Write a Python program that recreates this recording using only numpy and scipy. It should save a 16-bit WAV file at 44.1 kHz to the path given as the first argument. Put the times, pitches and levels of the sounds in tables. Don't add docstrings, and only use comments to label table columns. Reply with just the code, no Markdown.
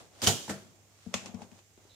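import sys
import numpy as np
from scipy import signal
from scipy.io import wavfile

SR = 44100
rng = np.random.default_rng(int(sys.argv[2]) if len(sys.argv) > 2 else 0)


def file_out(sig):
    cols = np.atleast_2d(sig).T
    lim = np.clip(cols, -1, 1)
    pcm = np.round(lim * 32767).astype(np.int16)
    wavfile.write(sys.argv[1], SR, pcm)


N = 85995
TIME = np.arange(N) / SR


def amp(db):
    return 10 ** (np.asarray(db, float) / 20)


def balance(db):
    return amp([[db / 2], [-db / 2]])


def unit_rms(x):
    return x / np.sqrt(np.mean(x ** 2) + 1e-20)


def at_hz(points, hz):
    freqs, values = np.transpose(points)
    return np.interp(np.log(hz), np.log(freqs), values)


def strikes(starts, db):
    out = np.full(N, 1e-18)
    np.add.at(out, (np.asarray(starts) * SR).astype(int), amp(db))
    return out


def grains(per_s, spread_db):
    size = amp(spread_db * np.minimum(rng.exponential(1, N), 4)) * rng.choice([-1, 1], N)
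    return unit_rms(size * (rng.random(N) < per_s / SR))


def ring(x, hz, t60):
    r, w = amp(-60 / (t60 * SR)), 2 * np.pi * hz / SR
    return signal.lfilter([0, np.sin(w)], [1, -2 * r * np.cos(w), r * r], x)


def soften(x, hz):
    r = np.exp(-2 * np.pi * hz / SR)
    return signal.lfilter([(1 - r) ** 2], [1, -2 * r, r * r], x)


# frequency in Hz, correlation from 0 to 1.
COHERENCE = [(60, 1), (180, 0.23), (550, 0.91), (1650, 0.018), (4970, 0.017), (15000, 0.0069)]

def bands(white, spectrum, sides, envelope=lambda hz: 1):
    bottom, top = spectrum[0][0], spectrum[-1][0]
    edges = np.geomspace(bottom, top, int(3 * np.log2(top / bottom)) + 1)
    out, power = 0, 0
    for k, (low, high) in enumerate(zip(edges, edges[1:])):
        bandpass = signal.butter(2, [low, high], "band", fs=SR, output="sos")
        mid, side = signal.sosfilt(bandpass, white[k % 2])
        hz = np.sqrt(low * high)
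        alike, gain = at_hz(COHERENCE, hz), amp(at_hz(spectrum, hz))
        pair = np.sqrt(1 + alike) * mid + np.sqrt(1 - alike) * side * [[1], [-1]]
        out += gain * balance(at_hz(sides, hz)) * envelope(hz) * pair
        power += gain ** 2 * 2 * (high - low) / (SR / 2)
    return out / np.sqrt(power)


def dense_ring(hits, spectrum, sides, t60s, early, tail_db):
    def energy(db, t60):
        return amp(2 * db) * signal.lfilter([1], [1, -amp(-120 / (t60 * SR))], hits ** 2 + 1e-18)
    crack = sum(energy(db, t60) for db, t60 in early)
    white = rng.standard_normal((2, 2, N))
    return bands(white, spectrum, sides, lambda hz: np.sqrt(crack + energy(tail_db, at_hz(t60s, hz))))


# frequency in Hz, relative density in dB.
ROOM_SPECTRUM = [(35, 10.5), (100, -10), (200, -13.5), (450, -19), (900, -27), (2000, -20.5), (4500, -24),
                 (7000, -19), (9500, -32.5), (15500, -28.5)]
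# frequency in Hz, left minus right in dB.
ROOM_SIDES = [(100, -9.5), (200, 1), (1300, 2.5), (4400, 0), (8000, -10.5), (15000, -1.5)]

def room_hiss():
    white = rng.standard_normal((2, 2, N + SR // 2))
    return amp(-60.5) * unit_rms(bands(white, ROOM_SPECTRUM, ROOM_SIDES)[:, -N:])


# frequency in Hz, rms level in dB.
HUM_PARTIALS = [(100, -68.5)]

def mains_hum():
    waver_db = 2.0 * unit_rms(soften(rng.standard_normal(N + SR), hz=11)[-N:])
    tone = sum(np.sqrt(2) * amp(db) * np.sin(2 * np.pi * hz * TIME) for hz, db in HUM_PARTIALS)
    return amp(waver_db) * tone


# time in seconds, low part in dB, bright part in dB.
RUB_LEVELS = [(0, -45.5, -54), (.04, -59.5, -61), (.1, -67, -71.5), (0.204, -58, -55.5),
              (0.631, -65, -67.5), (0.791, -69, -82.5), (1.05, -71, -62), (1.12, -58, -65),
              (1.27, -52.5, -54), (1.33, -57, -83), (1.429, -52, -56.5), (1.474, -62.5, -74),
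              (1.589, -63.5, -62.5), (1.631, -73, -93), (1.77, -76.5, -79), (1.78, -65, -74),
              (1.856, -67.5, -69), (1.95, -71, -70)]
# frequency in Hz, relative density in dB.
RUB_LOW = [(120, 1), (236, -4), (400, -0.5), (850, -4), (1500, -20.5)]
RUB_BRIGHT = [(1000, -7), (2000, -5.5), (4000, -5.5), (7000, -7.5), (15500, -33.5)]

def rubbing():
    times, low_db, bright_db = np.transpose(RUB_LEVELS)
    slips = np.array([[grains(per_s=2500, spread_db=3.2) for _ in range(2)] for _ in range(2)])
    return sum(amp(np.interp(TIME, times, db)) * unit_rms(bands(slips, spectrum, ROOM_SIDES))
               for db, spectrum in ((low_db, RUB_LOW), (bright_db, RUB_BRIGHT)))


# start in seconds, peak in dB, frequency in Hz, t60 in seconds.
LEVER_TICKS = [(0.2185, -27, 5000, 0.017), (0.4802, -34, 883, .025), (0.4958, -33.5, 1840, 0.03),
               (.533, -46, 647, 0.27)]

def lever_ticks():
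    return sum(ring(strikes([start], [db]), hz, t60) for start, db, hz, t60 in LEVER_TICKS)


# frequency in Hz, left minus right in dB.
STEEL_SIDES = [(60, -1), (110, -8), (200, 7), (380, 0), (700, 2.5), (1290, 1), (2380, 3), (4400, 1),
               (8120, -11.5), (15000, -8.5)]

def steel_modes(force, modes):
    return sum((-1) ** k * amp(db) * balance(at_hz(STEEL_SIDES, hz)) * ring(force, hz, t60)
               for k, (hz, db, t60) in enumerate(modes))


# time in seconds, strength in dB.
BLOWS = [(0.2187, -30), (0.2651, -24.5), (0.271, -41), (0.2723, -18.5), (0.2751, -18.5), (.279, -21),
         (0.292, -25.5)]
RATTLE_LEVELS = [(0.2195, -63), (.226, -51), (0.242, -52), (.26, -58.5), (0.269, -50)]
# frequency in Hz, gain in dB, t60 in seconds.
CASING_MODES = [(148.2, -6.5, 0.22), (198.2, -8, 0.34), (317.5, -6, 0.1), (366, -20.5, 0.5),
                (448.7, -14.5, 0.25), (660.5, -11.5, 0.23), (705.6, -16, 0.22), (823, -7.5, 0.085),
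                (1355, -19, 0.27), (1497, -12.5, 0.12), (1895, -11, 0.16)]
# frequency in Hz, relative density in dB.
STEEL_SPECTRUM = [(100, 1.5), (300, -1), (800, -7.5), (1100, -10), (2400, -10), (3000, -4.5), (3900, -7),
                  (4700, -7), (7000, -5), (9500, -18), (15500, -20)]
# frequency in Hz, t60 in seconds.
STEEL_DECAY = [(80, 0.2), (300, 0.74), (1000, 0.58), (2400, 0.6), (3300, 0.72), (7000, 0.68), (15000, 0.58)]
# level relative to the blow in dB, t60 in seconds.
STEEL_EARLY = [(-7, 0.21), (-2, 0.032)]

def carriage():
    times, db = np.transpose(RATTLE_LEVELS)
    sliding = (TIME > times[0]) & (TIME < times[-1])
    rattle = grains(per_s=2800, spread_db=3) * amp(np.interp(TIME, times, db)) * sliding
    blows = strikes(*np.transpose(BLOWS))
    casing = amp(-9) * steel_modes(blows + amp(-6.5) * rattle, CASING_MODES)
    clash = dense_ring(blows + rattle, STEEL_SPECTRUM, STEEL_SIDES, STEEL_DECAY, STEEL_EARLY, tail_db=-18.5)
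    return casing + clash


# start in seconds, strength in dB.
THUDS = [(0.221, -36.5), (0.266, -20.5), (0.496, -38.5)]

def base_thuds():
    force = soften(strikes(*np.transpose(THUDS)), hz=83)
    return ring(force, hz=102, t60=0.17) * amp([[4], [8]])


# start in seconds, strength in dB.
LATCH_HITS = [(.2716, -16.5), (0.2785, -29), (0.288, -27)]
# frequency in Hz, gain in dB, t60 in seconds.
LATCH_MODES = [(3070, 3, 0.013), (4670, -0.5, 0.021), (5750, -3, 0.034), (6944, -15.5, 0.2)]
SHELL_HZ = [2916, 2911, 3166, 2947, 3096, 3320, 3184]

def latch(shell_db=-26, shell_t60=0.4):
    shell = [(hz, shell_db, shell_t60) for hz in SHELL_HZ]
    return steel_modes(strikes(*np.transpose(LATCH_HITS)), LATCH_MODES + shell)


# start in seconds, strength in dB.
KNOCKS = [(0.4802, -43.5), (0.494, -36), (0.4978, -34), (.508, -39.5), (0.541, -49.5)]
# frequency in Hz, relative density in dB.
KNOCK_SPECTRUM = [(95, -11), (200, -4), (650, -7), (1000, -15), (1500, -9), (2600, -18), (7000, -17),
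                  (15500, -38.5)]
# frequency in Hz, t60 in seconds.
KNOCK_DECAY = [(100, 1), (600, 0.39), (2000, 0.46), (7000, 0.3), (15000, 0.52)]
# relative level in dB, t60 in seconds.
KNOCK_EARLY = [(0.0, 0.12)]

def release_knocks():
    hits = strikes(*np.transpose(KNOCKS))
    casing = amp(3) * steel_modes(soften(hits, hz=1450), CASING_MODES)
    return casing + dense_ring(hits, KNOCK_SPECTRUM, STEEL_SIDES, KNOCK_DECAY, KNOCK_EARLY, tail_db=-10.5)


# start in seconds, strength in dB, left minus right in dB.
BUMPS = [(1.063, -38.5, 10.5), (1.142, -38, 13.5), (1.221, -53.5, 15), (1.252, -56.5, 27), (1.288, -50, 17),
         (1.34, -38, 13.5), (1.418, -50, 17.5), (1.517, -56, 18)]
# frequency in Hz, gain in dB, t60 in seconds.
WORKTOP_MODES = [(101, -6.5, 0.14), (186.3, 1.5, 0.19), (235.2, 5.5, 0.13), (450, -4, 0.15),
                 (704, 2.5, 0.039)]

def meter_bumps():
    starts, db, side_db = np.transpose(BUMPS)
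    hits = np.array([strikes(starts, db + side_db / 2), strikes(starts, db - side_db / 2)])
    force = soften(hits, hz=304)
    return sum((-1) ** k * amp(db) * ring(force, hz, t60) for k, (hz, db, t60) in enumerate(WORKTOP_MODES))


# start in seconds, strength in dB, pitch in Hz, case drive in dB.
SNAPS = [(1.1352, -41, 2370, -71), (1.1405, -21, 5260, -24.5), (1.142, -20.5, 5400, -22),
         (1.2591, -31.5, 5860, -47), (1.345, -43.5, 5650, -72), (1.4184, -44, 2090, -75),
         (1.516, -49, 2700, -68), (1.5903, -47, 1740, -54.5), (1.7756, -55.5, 2460, -71.5)]
# frequency in Hz, gain in dB, t60 in seconds.
METER_MODES = [(1130, -11.5, 0.02), (2480, -3.5, 0.012), (3473, -6.5, 0.02), (6500, -13, 0.013)]
# frequency in Hz, relative density in dB.
SNAP_SPECTRUM = [(200, -30), (500, 1), (800, -3), (1600, -6), (2500, -0.5), (4500, -9.5), (7000, -3),
                 (9500, -29.5), (15500, -24.5)]
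# frequency in Hz, left minus right in dB.
SNAP_SIDES = [(200, -13.5), (700, 5), (2400, 0), (4400, 8.5), (8000, -14), (15000, 2)]
# frequency in Hz, t60 in seconds.
SNAP_DECAY = [(300, 0.11), (1500, 0.34), (15000, 0.29)]
# relative level in dB, t60 in seconds.
SNAP_EARLY = [(0.0, 0.033)]
METER_LEFT_DB = 7

def meter_snaps():
    starts, snap_db, _, drive_db = np.transpose(SNAPS)
    case = sum(ring(strikes(starts, drive_db + db), hz, t60) for hz, db, t60 in METER_MODES)
    pings = amp(-4) * sum(ring(strikes([start], [db]), hz, t60=0.0055) for start, db, hz, _ in SNAPS)
    hits = strikes(starts, snap_db)
    crack = dense_ring(hits, SNAP_SPECTRUM, SNAP_SIDES, SNAP_DECAY, SNAP_EARLY, tail_db=-9.5)
    return amp(-8.5) * crack + (case + pings) * balance(METER_LEFT_DB)


# start in seconds, strength in dB, frequency in Hz.
LEAD_TAPS = [(1.4186, -38, 830), (1.7771, -48.5, 383), (1.852, -51.5, 403)]

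def lead_taps():
    taps = sum(ring(strikes([start], [db]), hz, t60=0.027) for start, db, hz in LEAD_TAPS)
    return taps * balance(METER_LEFT_DB)


# start in seconds, centre in Hz, nominal width in Hz, level in dB.
NARROW_BANDS = [(1.892, 3940, 251, -65), (1.915, 3580, 200, -66.5)]

def narrow_hiss(rise_s=0.0026):
    out = 0
    for start, hz, width, db in NARROW_BANDS:
        band = ring(ring(rng.standard_normal(N), hz, 1.5 / width), hz, 2.2 / width)
        out += amp(db) * unit_rms(band) * np.clip((TIME - start) / rise_s, 0, 1)
    return out * balance(-5)


def scene():
    toaster = lever_ticks() + carriage() + base_thuds() + latch() + release_knocks()
    meter = meter_bumps() + meter_snaps() + lead_taps()
    return toaster + meter + rubbing() + room_hiss() + mains_hum() + narrow_hiss()


def record(dry, low_hz=75, stop_hz=16590):
    thin = signal.sosfilt(signal.butter(5, low_hz, "high", fs=SR, output="sos"), dry)
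    return signal.sosfilt(signal.cheby2(12, 60, stop_hz, fs=SR, output="sos"), thin)


dry = scene()
out = record(dry)
file_out(out)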